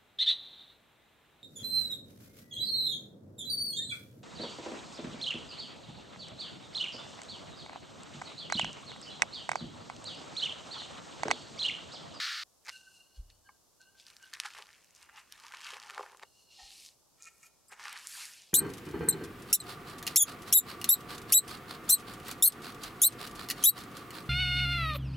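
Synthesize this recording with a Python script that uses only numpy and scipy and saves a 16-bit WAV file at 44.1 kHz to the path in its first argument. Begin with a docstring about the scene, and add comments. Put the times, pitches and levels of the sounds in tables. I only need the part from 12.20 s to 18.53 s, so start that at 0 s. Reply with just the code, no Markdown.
"""A palm rubs flour over tart dough, close up in a quiet kitchen. A wooden rolling pin clacks down, slides
into place and hums as skin and cling film rub it. The film peels back, its creases buckling in crinkles
and snaps, and the dough flops onto the pin with padded knocks that ring the board. Fingertips drag and
squeak on the loose film, then a hand brushes it away."""
import sys
import numpy as np
from scipy import signal
from scipy.fft import rfft, irfft, next_fast_len
from scipy.io import wavfile
from scipy.ndimage import uniform_filter1d, map_coordinates

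SR = 44100
rng = np.random.default_rng(int(sys.argv[2]) if len(sys.argv) > 2 else 0)


def int16_out(signal):
    """Quantize to a 16-bit WAV file."""
    q = np.round(np.clip(np.atleast_2d(signal).T, -1, 1) * 32767)
    wavfile.write(sys.argv[1], SR, q.astype(np.int16))


N = 279153
TOP_HZ = 15850

# Kitchen air: freq_hz, level_db
AIR_EQ = [(20, -9), (60, 1.5), (110, -0.5), (200, -2), (800, -2), (1100, -4), (1500, -11), (2100, -17.5),
          (3200, -12), (5500, -6), (9000, -8.5), (12000, -11), (16000, -18)]
# Its stereo width: freq_hz, side_db
AIR_WIDTH = [(30, -6), (120, 2), (300, -1.5), (700, 1.5), (1500, -8), (4500, -2), (7000, 0.5), (10000, -29)]
# The pin's weight settles on the table: peak_s, level_db
THUMPS = [(0.998, -38), (4.439, -60.5)]
# The table's sway: pitch_hz, level_db, t60_s
TABLE_MODES = [(36, -8, 0.4), (67.4, -22, 0.73), (98, -25, 1)]

# A fingertip skids: peak_s, level_db, rise_s, hold_s, fall_s (every rise and fall spans 20 dB)
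SQUEAKS = [(5.483, -60, 0.0033, .014, 0.0072), (5.511, -61, .004, 0.016, 0.018)]
# Ring of taut film: pitch_hz, width_hz, level_db
TAUT_MODES = [(4980, 140, 3), (7700, 400, 3), (8700, 700, -1), (11000, 2200, -8)]
# Fingertips drag over the film: peak_s, level_db, rise_s, fall_s
DRAGS = [(5.005, -64, 0.038, 0.44), (5.073, -49.5, 0.02, 0.024), (5.231, -54.5, 0.0052, 0.044),
         (5.27, -64, 0.017, 0.012), (5.527, -53, 0.013, 0.038)]
# Hollow ring of that drag: pitch_hz, width_hz, level_db
HOLLOW_MODES = [(1336, 72, 6), (1850, 130, -1.5), (2215, 65, 3), (2440, 92, 5.5), (2800, 100, -6.5),
                (7130, 2400, -7.5)]

# The pin grinds over film and board: peak_s, level_db, rise_s, fall_s, pitch_ratio
ROLLS = [(0.485, -50.5, 0.019, 0.02, 1.1), (2.95, -60, 0.072, .06, 1.08), (4.398, -54, 0.015, 0.13, .997)]
# The wood under it: pitch_hz, width_hz, level_db
GRIND_MODES = [(792, 88, 8), (1305, 44, -7), (1854, 71, 3)]
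# Skin and film rub the pin: peak_s, low_mode_db, middle_modes_db, top_mode_db, rise_s, fall_s
PIN_STROKES = [(.506, -65, -58, -66, 0.006, 0.1), (.555, -59, -56.5, -64, .04, 0.077),
               (.67, -61.5, -63.5, -74, 0.056, 0.085), (.77, -73, -63.5, -72, 0.16, 0.22),
               (.965, -82, -80, -72, 0.09, 0.057), (1.115, -95, -74, -74, 0.052, 0.12),
               (1.264, -63, -72, -74, 0.016, 0.084), (1.609, -58, -75, -69, 0.011, 0.084),
               (1.67, -82, -72, -82, 0.092, 0.1), (1.755, -70.5, -85, -84, 0.06, 0.28),
               (2.041, -49, -64, -72, 0.031, 0.042), (4.05, -88, -72, -76, .006, 0.078),
               (4.2, -99, -71, -72, 0.2, 0.28), (4.311, -99, -61.5, -72, 0.021, 0.18),
               (4.44, -97, -74, -63, 0.14, 0.22)]
# The grip bends the hum: time_s, pitch_ratio
GRIP_BEND = [(.52, .995), (.64, 0.99), (.78, .985), (1.27, 1.036), (1.6, 0.99), (1.75, 1.003), (2.02, 1.02),
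             (2.08, .985), (4.05, 0.99)]
# Bending modes of the pin: pitch_hz, width_hz, level_db
PIN_MODES = [(1548, 43, 0), (2730, 46, -3), (2876, 79, 6.5), (4270, 220, 0)]

# The palm circles on the dough: time_s, level_db
PALM_LEVEL = [(0.0, -34), (0.235, -41.5)]
# Flour under the palm: freq_hz, level_db
FLOUR_EQ = [(400, -78), (700, -36), (830, -16), (950, -30), (1150, -5), (1390, 2), (1560, -2.5), (1740, 4),
            (1870, -1.5), (2200, -0.5), (2550, -3.5), (3100, -2.5), (4400, 2), (5500, -5.5), (7000, -14.5),
            (10000, -24), (16000, -32.5)]
# The pin chatters as it lands: start_s, level_db
CLACKS = [(0.473, -37), (0.483, -30), (.485, -31), (0.4889, -29), (0.4939, -28.5), (0.4995, -30)]
# Wood clicking on wood: pitch_hz, level_db, t60_s
CLACK_MODES = [(860, -20, 0.033), (1250, -18, 0.0099), (1840, 2, .006), (2150, 15, 0.0072),
               (4020, 13, 0.0029), (4930, 13.5, 0.0031)]
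# Pin, knuckles and dough bump the board: start_s, level_db, centre_hz, ring_time_share
KNOCKS = [(1.2894, -43, 1090, 0.65), (2.2566, -40.5, 1150, .2), (2.385, -50, 960, .3),
          (2.399, -51, 505, 0.47), (3.337, -37.5, 1210, 0.5), (3.529, -50, 464, 0.9),
          (3.564, -42.5, 830, 0.5), (3.777, -33, 700, 0.22), (3.7795, -39.5, 1260, 0.2),
          (3.7935, -31, 620, 0.32), (3.8084, -33, 740, 0.32), (3.83, -38, 925, 0.57), (3.84, -45, 600, 0.2),
          (3.9459, -49.5, 806, .3), (4.394, -68, 800, 1), (5.519, -42, 1330, 0.6)]
# The board ringing freely: pitch_hz, level_db, t60_s
BOARD_MODES = [(408, -1.5, 0.26), (509, 3.5, 0.092), (824, 5.5, 0.078), (938, 2, 0.055), (1034, 7.5, 0.099),
               (1177, 9, 0.059), (1380, -23, 0.15), (1585, 3, 0.11), (1770, 12.5, 0.03), (2207, 21, 0.059)]
# The board's colour on every crinkle: freq_hz, gain_db
BOARD_EQ = [(200, -6), (290, -42), (380, 2.5), (490, -6.5), (630, -10.5), (840, -5), (1400, -3.5),
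            (2200, -3.5), (2750, -1.5), (3400, -3), (4700, 1.5), (7000, 1), (10000, -1.5), (13000, -5),
            (16000, -14)]

# Film rubs soft dough: peak_s, level_db, rise_s, fall_s, low_hz, high_hz
RUSTLES = [(.456, -53.5, 0.0058, 0.095, 1480, 2650), (2.83, -60.5, 0.15, 0.21, 845, 3000),
           (2.95, -70, 0.55, 0.32, 2570, 2840), (2.895, -58, .008, 0.016, 920, 2340),
           (2.978, -48.5, 0.04, 0.067, 836, 2800), (3.25, -52, 0.051, 0.058, 846, 1240),
           (3.48, -53.5, 0.24, 0.36, 2596, 3320), (3.87, -57, 0.051, 0.17, 369, 1650),
           (5.5, -57.5, 0.007, 0.3, 850, 2240), (5.665, -47.5, 0.036, 0.13, 790, 3000)]
# The airy hiss of sliding film: freq_hz, level_db
SWISH_EQ = [(1000, -6.5), (2200, 0.5), (4000, -0.5), (6500, -2), (9500, 2.5), (13000, 2), (14500, 1.5),
            (16000, -13)]
# The film peels back, one curve a pull: time_s, level_db, low_edge_hz
PEELS = [
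    [(2.13, -62, 1450), (2.225, -51, 1390), (2.28, -48.5, 1060), (2.335, -54, 1270), (2.385, -45.5, 750),
     (2.444, -59, 875), (2.54, -60.5, 1560), (2.69, -69.5, 1810)],
    [(3.13, -55.5, 1610), (3.19, -56.5, 1260), (3.25, -53, 1020), (3.4, -52, 1290), (3.47, -43.5, 1110),
     (3.555, -46.5, 980), (3.6, -52, 980), (3.835, -48, 550), (3.97, -61, 575)],
]
# Short tugs and touches: peak_s, level_db, rise_s, fall_s, tilt_db_per_octave, low_edge_hz
TUGS = [(0.493, -42, 0.033, 0.022, -8.5, 1500), (1.102, -57.5, 0.011, 0.018, -18.5, 3630),
        (1.616, -60.5, .012, 0.041, -13, 4800), (1.8, -57, 0.05, 0.14, -9, 3000),
        (1.87, -57, 0.016, 0.28, -5, 1400), (2.027, -58, 0.021, 0.34, -4.5, 1360),
        (2.137, -44.5, 0.0035, 0.057, -8.5, 1440), (2.261, -36.5, 0.028, 0.026, -10.5, 1280),
        (2.757, -60, 0.021, .07, -9, 4470), (2.825, -57.5, 0.062, 0.058, -4, 2970),
        (2.979, -54, 0.054, 0.072, -3, 2500), (3.343, -46, 0.008, 0.061, -10, 1060),
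        (4.037, -42, 0.033, 0.0022, -9.5, 750), (5.028, -53.5, 0.011, 0.039, -11, 6500),
        (5.06, -62.5, 0.12, 0.096, -3, 2500), (5.271, -57.5, 0.21, 0.031, 5, 1070),
        (5.525, -44, 0.013, 0.031, -10, 980), (5.654, -41, 0.0063, 0.057, -7, 965),
        (5.765, -45.5, 0.017, 0.057, -7, 1360)]
# Taut film slides under the pin: peak_s, level_db, rise_s, hold_s, fall_s, tilt_db_per_octave, low_edge_hz
SLIDES = [(0.508, -58, 0.03, 0.054, 0.16, -11, 4860), (0.747, -64, 0.29, .015, 0.21, -10, 5400),
          (0.963, -65, 0.034, 0.013, 0.042, -12, 4120), (4.316, -58.5, 0.032, 0.046, 0.15, -17.5, 4630),
          (4.215, -67, 0.38, 0.02, 0.07, -6.5, 4340), (4.4, -53.5, 0.082, 0.079, 0.069, -16, 4450),
          (4.52, -53, 0.15, 0.15, 0.082, -5.5, 3110)]
# The hand sweeps the film away: time_s, level_db, tilt_db_per_octave, low_edge_hz, crackle_share
BRUSH = [(5.6, -46, -7.5, 1120, 0.7), (5.695, -43.5, -8.5, 1190, 0.14), (5.745, -43.5, -10.5, 1230, 0.07),
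         (5.82, -50, -4.5, 1170, 0.1), (5.865, -48.5, -4, 1185, 0.2), (5.882, -46, 1, 1120, 0.64),
         (6.026, -41, -3.5, 1160, 0.1), (6.09, -48.5, -2, 1240, 0.4), (6.22, -56, -6.5, 2490, 0.2),
         (6.32, -64.5, -10, 3400, 0.54)]
# The featured creases buckle: start_s, level_db, pitch_hz, ring_cycles
CREASES = [(.4501, -44, 6800, 1.4), (.4557, -44, 6200, 1.2), (.4586, -43, 6000, 0.86),
           (.466, -38, 6400, 0.98), (.4943, -25.5, 5100, 1), (1.1018, -44.5, 4000, 1.7),
           (1.7993, -42, 3470, 3.1), (1.8085, -49, 4460, 1.5), (1.867, -39, 4400, 1.2),
           (1.8842, -43, 4050, 0.74), (1.9021, -38, 4200, 0.61), (1.967, -36.5, 4700, 0.56),
           (2.0278, -40.5, 6650, 1.6), (2.1322, -35, 1700, 1.6), (2.1352, -37, 5000, .4),
           (2.1374, -24, 4230, 0.28), (2.1482, -34, 5400, 0.53), (2.1518, -33, 2420, 1),
           (2.1711, -38, 2010, 0.76), (2.2007, -15, 4000, 0.31), (2.2364, -30, 2670, 0.59),
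           (2.2419, -39, 2060, 0.25), (2.2495, -37, 4360, .4), (2.2545, -31, 2940, 0.33),
           (2.2588, -26.5, 3780, .4), (2.2625, -26, 3470, 0.44), (2.2655, -40, 4600, 0.47),
           (2.27, -41, 4200, 0.45), (2.277, -39, 2400, .4), (2.287, -41, 5600, 0.68),
           (2.3048, -36, 2400, .7), (2.3369, -38, 3100, 1.1), (2.3495, -36, 1590, 0.72),
           (2.3525, -36, 2940, .8), (2.3792, -37, 2800, 0.54), (2.3861, -33, 2820, 0.2),
           (2.4208, -41.5, 4300, 0.85), (2.4238, -31.5, 3070, 0.92), (2.4587, -42, 2700, .4),
           (2.4694, -43, 4120, .7), (2.4906, -40, 2100, 0.86), (2.5046, -44, 2100, 0.65),
           (2.5302, -43, 3700, 0.72), (2.6453, -44, 6200, 0.21), (2.708, -44.5, 6800, 1),
           (2.7504, -42, 6700, 0.98), (2.7639, -43, 5400, 0.49), (2.8284, -39.5, 4700, 0.2),
           (2.8911, -42, 1520, 0.97), (2.8961, -39.5, 1610, 1), (3.124, -26.5, 5300, 0.4),
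           (3.1779, -51, 3000, 0.46), (3.2, -37.5, 4930, 0.2), (3.2377, -37, 2120, 0.36),
           (3.2491, -38, 1780, 0.45), (3.2668, -33.5, 2820, 0.32), (3.2824, -36, 2930, 0.24),
           (3.3225, -33.5, 2900, .5), (3.3382, -33, 2000, 0.41), (3.3458, -35, 2400, 0.48),
           (3.3485, -32, 2600, 0.44), (3.3711, -32.5, 2900, 0.37), (3.387, -39, 1900, .5),
           (3.4139, -33.5, 5000, 0.36), (3.4193, -35, 3200, 0.47), (3.4462, -29.5, 5000, 0.9),
           (3.4671, -31, 3330, 1.3), (3.4705, -30, 2800, 1.5), (3.4907, -34, 2800, 0.46),
           (3.5057, -30.5, 3700, 0.55), (3.5191, -34, 3300, 0.6), (3.5366, -29.5, 2730, 1.3),
           (3.5426, -29, 2900, .7), (3.569, -31.5, 2080, .6), (3.6001, -33, 5100, 0.73),
           (3.6185, -35, 2000, 0.25), (3.6283, -34, 3600, 0.67), (3.6363, -36, 2420, 0.37),
           (3.674, -42, 2090, .5), (3.6935, -38, 1690, 1.1), (3.6992, -27.5, 2260, 0.39),
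           (3.7073, -29, 2930, 0.46), (3.7473, -33.5, 3220, 0.5), (3.7798, -26, 1470, 1.3),
           (3.7946, -34, 1090, 0.66), (3.8087, -32.5, 1050, 0.63), (3.8288, -36, 3120, 0.6),
           (3.863, -38, 1590, 1.1), (3.8783, -51, 2000, .5), (3.8979, -44, 1780, 0.68),
           (3.9198, -43, 4440, 0.15), (3.9476, -43, 1480, 0.95), (3.9721, -40, 5400, 0.25),
           (3.9966, -38.5, 2090, 0.41), (4.0279, -34.5, 2100, 0.56), (4.0332, -32, 1870, 0.44),
           (4.506, -39, 3700, 0.82), (4.519, -39, 4170, .7), (4.6503, -34.5, 5300, 0.6),
           (4.662, -34, 5400, 0.77), (4.689, -38, 4340, 0.85), (5.0237, -34.5, 6900, 3.1),
           (5.033, -43, 6850, 2.5), (5.043, -41, 6650, 2.8), (5.0551, -37, 7000, 1.5),
           (5.0575, -48, 6900, 3), (5.0853, -45, 4900, 0.82), (5.2684, -45, 5640, .7),
           (5.5197, -37.5, 1970, .5), (5.5235, -45, 3000, 0.4), (5.5345, -36.5, 2300, 0.72),
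           (5.5964, -32.5, 1930, 0.47), (5.6301, -36.5, 4600, 0.35), (5.6405, -35, 7000, 0.49),
           (5.6552, -27.5, 1900, 0.81), (5.675, -36, 2800, 0.69), (5.6822, -27, 2600, 0.31),
           (5.695, -30, 4220, 0.26), (5.7281, -28, 7000, 0.21), (5.7596, -35, 2200, 0.9),
           (5.7758, -31, 4100, 0.29), (5.7878, -34, 5000, 0.19), (5.796, -37, 5000, 0.18),
           (5.8715, -20.5, 8500, 1.2), (6.055, -25, 7840, 0.39), (6.22, -40, 7000, 1.8)]


def amp(db):
    """Decibels to gain."""
    return 10 ** (np.asarray(db) / 20)


def unit(x):
    """Scale to rms 1."""
    return x / np.sqrt(np.mean(x ** 2) + 1e-20)


def clock():
    """The time of every sample."""
    return np.arange(N) / SR


def curves(rows, t):
    """Read a table's columns as automation at the times t."""
    times, *columns = np.transpose(rows)
    return [np.interp(t, times, column) for column in columns]


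def wobble(rate_hz):
    """A smooth random curve."""
    return map_coordinates(rng.standard_normal(int(N * rate_hz / SR) + 4), [clock() * rate_hz])


def swell(t, peak_s, rise_s, fall_s, hold_s=0):
    """An envelope that climbs 20 dB per rise_s, holds, then drops 20 dB per fall_s."""
    before = np.maximum(peak_s - t, 0) / max(rise_s, 1e-3)
    after = np.maximum(t - peak_s - hold_s, 0) / max(fall_s, 1e-3)
    return amp(-20 * np.minimum(before + after, 10))


def add(track, start_s, sound):
    """Mix a sound into a track."""
    part = track[max(round(start_s * SR), 0):][:len(sound)]
    part += sound[:len(part)]


def filtered(x, response):
    """Shape x with a gain that depends on frequency."""
    size = next_fast_len(N + SR // 2)
    return irfft(rfft(x, size) * response(np.fft.rfftfreq(size, 1 / SR)), size)[..., :N]


def eq(x, points):
    """Shape x with an EQ curve drawn on a log frequency axis."""
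    hz, db = np.transpose(points)
    return filtered(x, lambda f: amp(np.interp(np.log(f + 1), np.log(hz + 1), db)))


def resonate(x, modes):
    """Play x through a bank of resonant peaks, at rms 1."""
    peaks = lambda f: sum(amp(db) / (1 + (2 * (f - hz) / width) ** 2) for hz, width, db in modes)
    return unit(filtered(x, peaks))


def levelled(x, window_s, floor):
    """Ride the gain to hold the rms near 1."""
    return x / np.sqrt(np.abs(uniform_filter1d(x * x, int(window_s * SR))) + floor)


def clicks(per_s, spread_db, window_s):
    """Random broadband ticks at a steady level."""
    chance, strength, sign = rng.random((3, N))
    height = amp(spread_db * np.minimum(-np.log(1 - strength), 1))
    return levelled((chance < per_s / SR) * np.sign(sign - .5) * height, window_s, floor=1e-6)


def grains(per_s, cycles, window_s, ceiling, spread_db=3.5, samples=128):
    """A steady crackle of tiny damped rings at random times, pitches and sizes."""
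    when, pitch, strength, sign = rng.random((int(per_s * N / SR), 4)).T
    hz = 600 * (15000 / 600) ** pitch
    size = amp(spread_db * np.minimum(-np.log(1 - strength), ceiling))
    height = size * np.sign(sign - .5) * hz  # height in step with pitch keeps the crackle white
    turns = hz[:, None] * np.arange(samples) / SR
    rings = height[:, None] * np.sin(2 * np.pi * turns) * np.exp(-turns / cycles)
    slots = (when * N).astype(int)[:, None] + np.arange(samples)
    return levelled(np.bincount(slots.ravel(), rings.ravel(), N)[:N], window_s, floor=1e-9)


def room_tone(level_db=-70.5):
    """A faint bed of air, wide in the bass and centred at the very top."""
    mid, side = eq(rng.standard_normal((2, N)), AIR_EQ)
    side = eq(unit(side), AIR_WIDTH)
    return amp(level_db) * np.array([unit(mid) + side, unit(mid) - side])


def table_thumps(push_hz=52, width_s=0.016):
    """The pin's weight gives a soft low push, and the table sways after it."""
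    out = np.zeros(N)
    for peak_s, db in THUMPS:
        t = clock() - peak_s
        after = np.maximum(t, 0)
        push = np.sin(2 * np.pi * push_hz * t) * np.exp(-(t / width_s) ** 2)
        sway = sum(amp(level - 60 * after / t60) * np.sin(2 * np.pi * hz * after)
                   for hz, level, t60 in TABLE_MODES)
        out += amp(db) * (push + sway)
    return out


def finger_squeaks():
    """A fingertip skids on taut film with a thin, high squeak."""
    pressure = sum(amp(db) * swell(clock(), s, rise, fall, hold) for s, db, rise, hold, fall in SQUEAKS)
    return pressure * resonate(rng.standard_normal(N), TAUT_MODES)


def finger_drags():
    """Fingertips catch and slip on the film, rubbing a hollow ring out of it."""
    slips = rng.standard_normal(N) + clicks(per_s=980, spread_db=11, window_s=0.01)
    pressure = sum(amp(db) * swell(clock(), s, rise, fall) for s, db, rise, fall in DRAGS)
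    return pressure * resonate(slips, HOLLOW_MODES)


def pin_rolls():
    """The pin grinds a woody note out of the board, a little different at each spot."""
    rub, t = rng.standard_normal(N), clock()
    return sum(amp(db) * swell(t, s, rise, fall) * resonate(rub, np.multiply(GRIND_MODES, [pitch, 1, 1]))
               for s, db, rise, fall, pitch in ROLLS)


def pin_hum(waver_db=1.45, drift=0.0081, rasp=0.68):
    """Rasping friction keeps the pin's bending modes humming; their pitch shifts with the grip."""
    t = clock()
    bend, = curves(GRIP_BEND, t)
    playhead = np.cumsum(bend + drift * wobble(rate_hz=40))
    friction = rng.standard_normal(N) + rasp * clicks(per_s=290, spread_db=13, window_s=.025)
    bands = [np.interp(playhead, np.arange(N), resonate(friction, modes))
             for modes in (PIN_MODES[:1], PIN_MODES[1:-1], PIN_MODES[-1:])]
    hum = sum(swell(t, s, rise, fall) * (amp(bands_db) @ bands)
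              for s, *bands_db, rise, fall in PIN_STROKES)
    return amp(waver_db * wobble(rate_hz=70)) * hum


def palm_rub(lift_s=0.235, release_s=0.00077):
    """Countless flour grains roll between skin and dough until the palm lifts."""
    level_db, = curves(PALM_LEVEL, clock())
    grit = rng.standard_normal(N) + 0.83 * clicks(per_s=6500, spread_db=0, window_s=0.035)
    contact = np.clip(1 + (lift_s - clock()) / release_s, 0, 1)
    return amp(level_db + 0.083 * wobble(rate_hz=56)) * contact * unit(eq(grit, FLOUR_EQ))


def pin_clacks(detune=0.039):
    """Wood chatters on wood: each contact is a dry click, choked by the gripping hand."""
    out, t = np.zeros(N), np.arange(SR // 25) / SR
    for start_s, db in CLACKS:
        click = sum(amp(level + rng.normal(0, 1.5) - 60 * t / t60)
                    * np.sin(2 * np.pi * hz * (1 + detune * rng.normal()) * t)
                    for hz, level, t60 in CLACK_MODES)
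        click = signal.lfilter(*signal.butter(2, 950, "high", fs=SR), click)
        add(out, start_s, amp(db) * click / np.abs(click).max())
    return out


def board_knocks(attack_s=0.00032, reach_octaves=0.77, thud_t60_s=0.012):
    """Padded blows thud and ring the board; softer ones reach only low modes, and dough deadens them."""
    out, t = np.zeros(N), np.arange(SR // 5) / SR
    for start_s, db, centre_hz, ring_share in KNOCKS:
        blow = amp(-60 * t / thud_t60_s) * np.sin(2 * np.pi * centre_hz * t)
        for hz, level, t60 in BOARD_MODES:
            reach = np.exp(-(np.log2(hz / centre_hz) / reach_octaves) ** 2)
            decay = amp(level + rng.normal(0, 1) - 60 * t / (t60 * ring_share))
            blow += reach * decay * np.sin(2 * np.pi * (hz * t + rng.random()))
        blow *= 1 - np.exp(-t / attack_s)
        add(out, start_s, amp(db) * blow / np.abs(blow).max())
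    # the small board radiates almost nothing below its first mode
    return signal.sosfilt(signal.butter(4, 330, "high", fs=SR, output="sos"), out)


def worktop_echo(x, level_db=-18, t60_s=0.058, build_s=0.0049):
    """Add the faint, short echo that worktop and arms scatter back."""
    t = np.arange(SR // 8) / SR
    tail = rng.standard_normal(len(t)) * amp(-60 * t / t60_s) * np.clip(t / build_s, 0, 1) ** 2
    return x + amp(level_db) * signal.fftconvolve(x, tail / np.linalg.norm(tail))[:N]


def board_body(x, ring_db=-4):
    """The board colours the film's sound and rings along faintly in its modes."""
    widths = [(hz, np.log(1000) / np.pi / t60) for hz, _, t60 in BOARD_MODES]
    ring = lambda f: sum(1j * f * width / (hz * hz - f * f + 1j * f * width) for hz, width in widths)
    return filtered(eq(x, BOARD_EQ), lambda f: 1 + amp(ring_db) * ring(f))


def film_rustles(grit=1.16):
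    """Film pressed against soft dough rustles in a dull, narrow band."""
    rub = rng.standard_normal(N) + grit * clicks(per_s=700, spread_db=21, window_s=0.013)
    out = np.zeros(N)
    for peak_s, db, rise, fall, *edges_hz in RUSTLES:
        band = signal.butter(4, edges_hz, "band", fs=SR, output="sos")
        out += amp(db) * swell(clock(), peak_s, rise, fall) * unit(signal.sosfilt(band, rub))
    return out


def gesture(rows, t, fade_s):
    """Gain and tone controls of one long move, fading beyond both ends."""
    level_db, *controls = curves(rows, t)
    start_s, end_s = rows[0][0], rows[-1][0]
    return amp(level_db) * swell(t, start_s, fade_s, fade_s, end_s - start_s), *controls


def film_motion(peel_tilt_db=-7, peel_crackle=0.84, tug_crackle=0.92, slide_crackle=0.32):
    """Blend all moves into automation with the columns of BRUSH; the strongest sets the colour."""
    t = clock()[::64]
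    pulls = [gesture(peel, t, fade_s=0.095) for peel in PEELS]
    moves = [(gain, peel_tilt_db, hz, peel_crackle) for gain, hz in pulls]
    moves += [(amp(db) * swell(t, s, rise, fall), tilt, hz, tug_crackle)
              for s, db, rise, fall, tilt, hz in TUGS]
    moves += [(amp(db) * swell(t, s, rise, fall, hold), tilt, hz, slide_crackle)
              for s, db, rise, hold, fall, tilt, hz in SLIDES]
    moves.append(gesture(BRUSH, t, fade_s=0.04))
    gains, *controls = zip(*moves)
    power = sum(gain ** 2 for gain in gains)
    blend = [sum(gain ** 2 * value for gain, value in zip(gains, control)) / power for control in controls]
    return np.transpose([t, 10 * np.log10(power), *blend])


def stray_creases(motion, tries=300, moderate_db=-50, still_db=-62, ring_cycles=0.44):
    """Random small CREASES: louder with more motion, deeper when the crinkle is fuller, rare in a slide."""
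    jitter, chance = rng.random((tries, 2)).T
    level_scatter, pitch_scatter = rng.standard_normal((tries, 2)).T
    start_s = (np.arange(tries) + jitter) / tries * N / SR
    motion_db, _, edge_hz, crackle_share = curves(motion, start_s)
    db = -47.5 + 0.69 * (motion_db - moderate_db) + 5 * level_scatter
    hz = np.clip(2.45 * edge_hz * 2 ** (0.27 * pitch_scatter), 2230, TOP_HZ / 2)
    buckles = (motion_db > still_db) & (chance < crackle_share ** 2)
    return np.transpose([start_s, db, hz, np.full(tries, ring_cycles)])[buckles]


def film_colour(x, motion, folds_db=3, folds_hz=2600, top_hz=13500):
    """A moving EQ: the crinkle is thin and high when quiet, fuller and lower when loud."""
    hz, t, spectrum = signal.stft(x, SR, nperseg=256)
    _, tilt_db, edge_hz, _ = curves(motion, t)
    f = hz[:, None] + 1
    low_cut = (1 + (edge_hz / f) ** 8) * (1 + (0.5 * edge_hz / f) ** 16)
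    high_cut = 1 + (f / top_hz) ** 8
    colour = amp(tilt_db * np.log2(f / SR)) / np.sqrt(low_cut * high_cut)
    # folds give the sheet low resonances that shift as it moves
    folds = uniform_filter1d(rng.standard_normal(spectrum.shape), size=2, axis=0)
    folds = unit(uniform_filter1d(folds, size=12, axis=1))
    colour *= amp(folds_db * folds / np.sqrt(1 + (f / folds_hz) ** 2))
    colour /= np.sqrt(np.mean(colour ** 2, axis=0))
    return signal.istft(spectrum * colour, SR, nperseg=256)[1][:N]


def film_crinkle(motion, dense_at_db=-47, knee_db=3, trim_db=-3):
    """Wrinkles pop, ever denser as the sheet moves more, over the hiss of its sliding."""
    level_db, _, _, crackle_share = curves(motion, clock())
    busy = .5 + .5 * np.tanh((level_db - dense_at_db) / knee_db)
    sparse = unit(clicks(per_s=380, spread_db=0, window_s=0.051)
                  + 1.04 * grains(per_s=600, cycles=1.84, window_s=0.039, ceiling=1.8))
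    dense = unit(clicks(per_s=1100, spread_db=8, window_s=0.024)
                 + 1.3 * grains(per_s=2400, cycles=1.44, window_s=0.021, ceiling=4.7))
    crackle = np.sqrt(1 - busy) * sparse + np.sqrt(busy) * dense
    swish = unit(eq(rng.standard_normal(N), SWISH_EQ))
    texture = np.sqrt(crackle_share) * crackle + np.sqrt(1 - crackle_share) * swish
    return amp(level_db + trim_db) * film_colour(texture, motion)


def film_snaps(creases, flutter_db=-19, flutter_t60_s=0.0048, bounce_s=0.0015, bounce_db=-14):
    """A crease flips in about one cycle, the sheet flutters, and the board throws the click back."""
    out, t = np.zeros(N), np.arange(SR // 30) / SR
    for start_s, db, hz, cycles in creases:
        flip = np.sin(2 * np.pi * hz * t) * np.exp(-hz * t / max(cycles, .2))
        band = signal.butter(1, [hz / 2, min(hz * 2, SR / 3)], "band", fs=SR)
        flutter = unit(signal.lfilter(*band, rng.standard_normal(len(t))))
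        flutter *= amp(flutter_db - 60 * t / flutter_t60_s)
        low_cut_hz = hz * np.clip(0.26 + 0.18 * cycles, .3, .7)
        snap = signal.lfilter(*signal.butter(3, low_cut_hz, "high", fs=SR), flip + flutter)
        snap *= amp(db) / np.abs(snap).max()
        add(out, start_s - .0001, snap)
        add(out, start_s + bounce_s, amp(bounce_db) * snap)
    return out


def scene():
    """All the action sits dead centre on the board, over stereo room tone."""
    motion = film_motion()
    film = film_crinkle(motion) + film_rustles() + film_snaps([*CREASES, *stray_creases(motion)])
    foreground = board_knocks() + worktop_echo(board_body(film)) + pin_clacks()
    friction = palm_rub() + pin_hum() + pin_rolls() + finger_drags() + finger_squeaks()
    return foreground + friction + table_thumps() + room_tone()


def record(dry):
    """A brick-wall high cut on the whole mix."""
    return filtered(dry, lambda hz: hz < TOP_HZ)


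dry = scene()
out = record(dry)
int16_out(out)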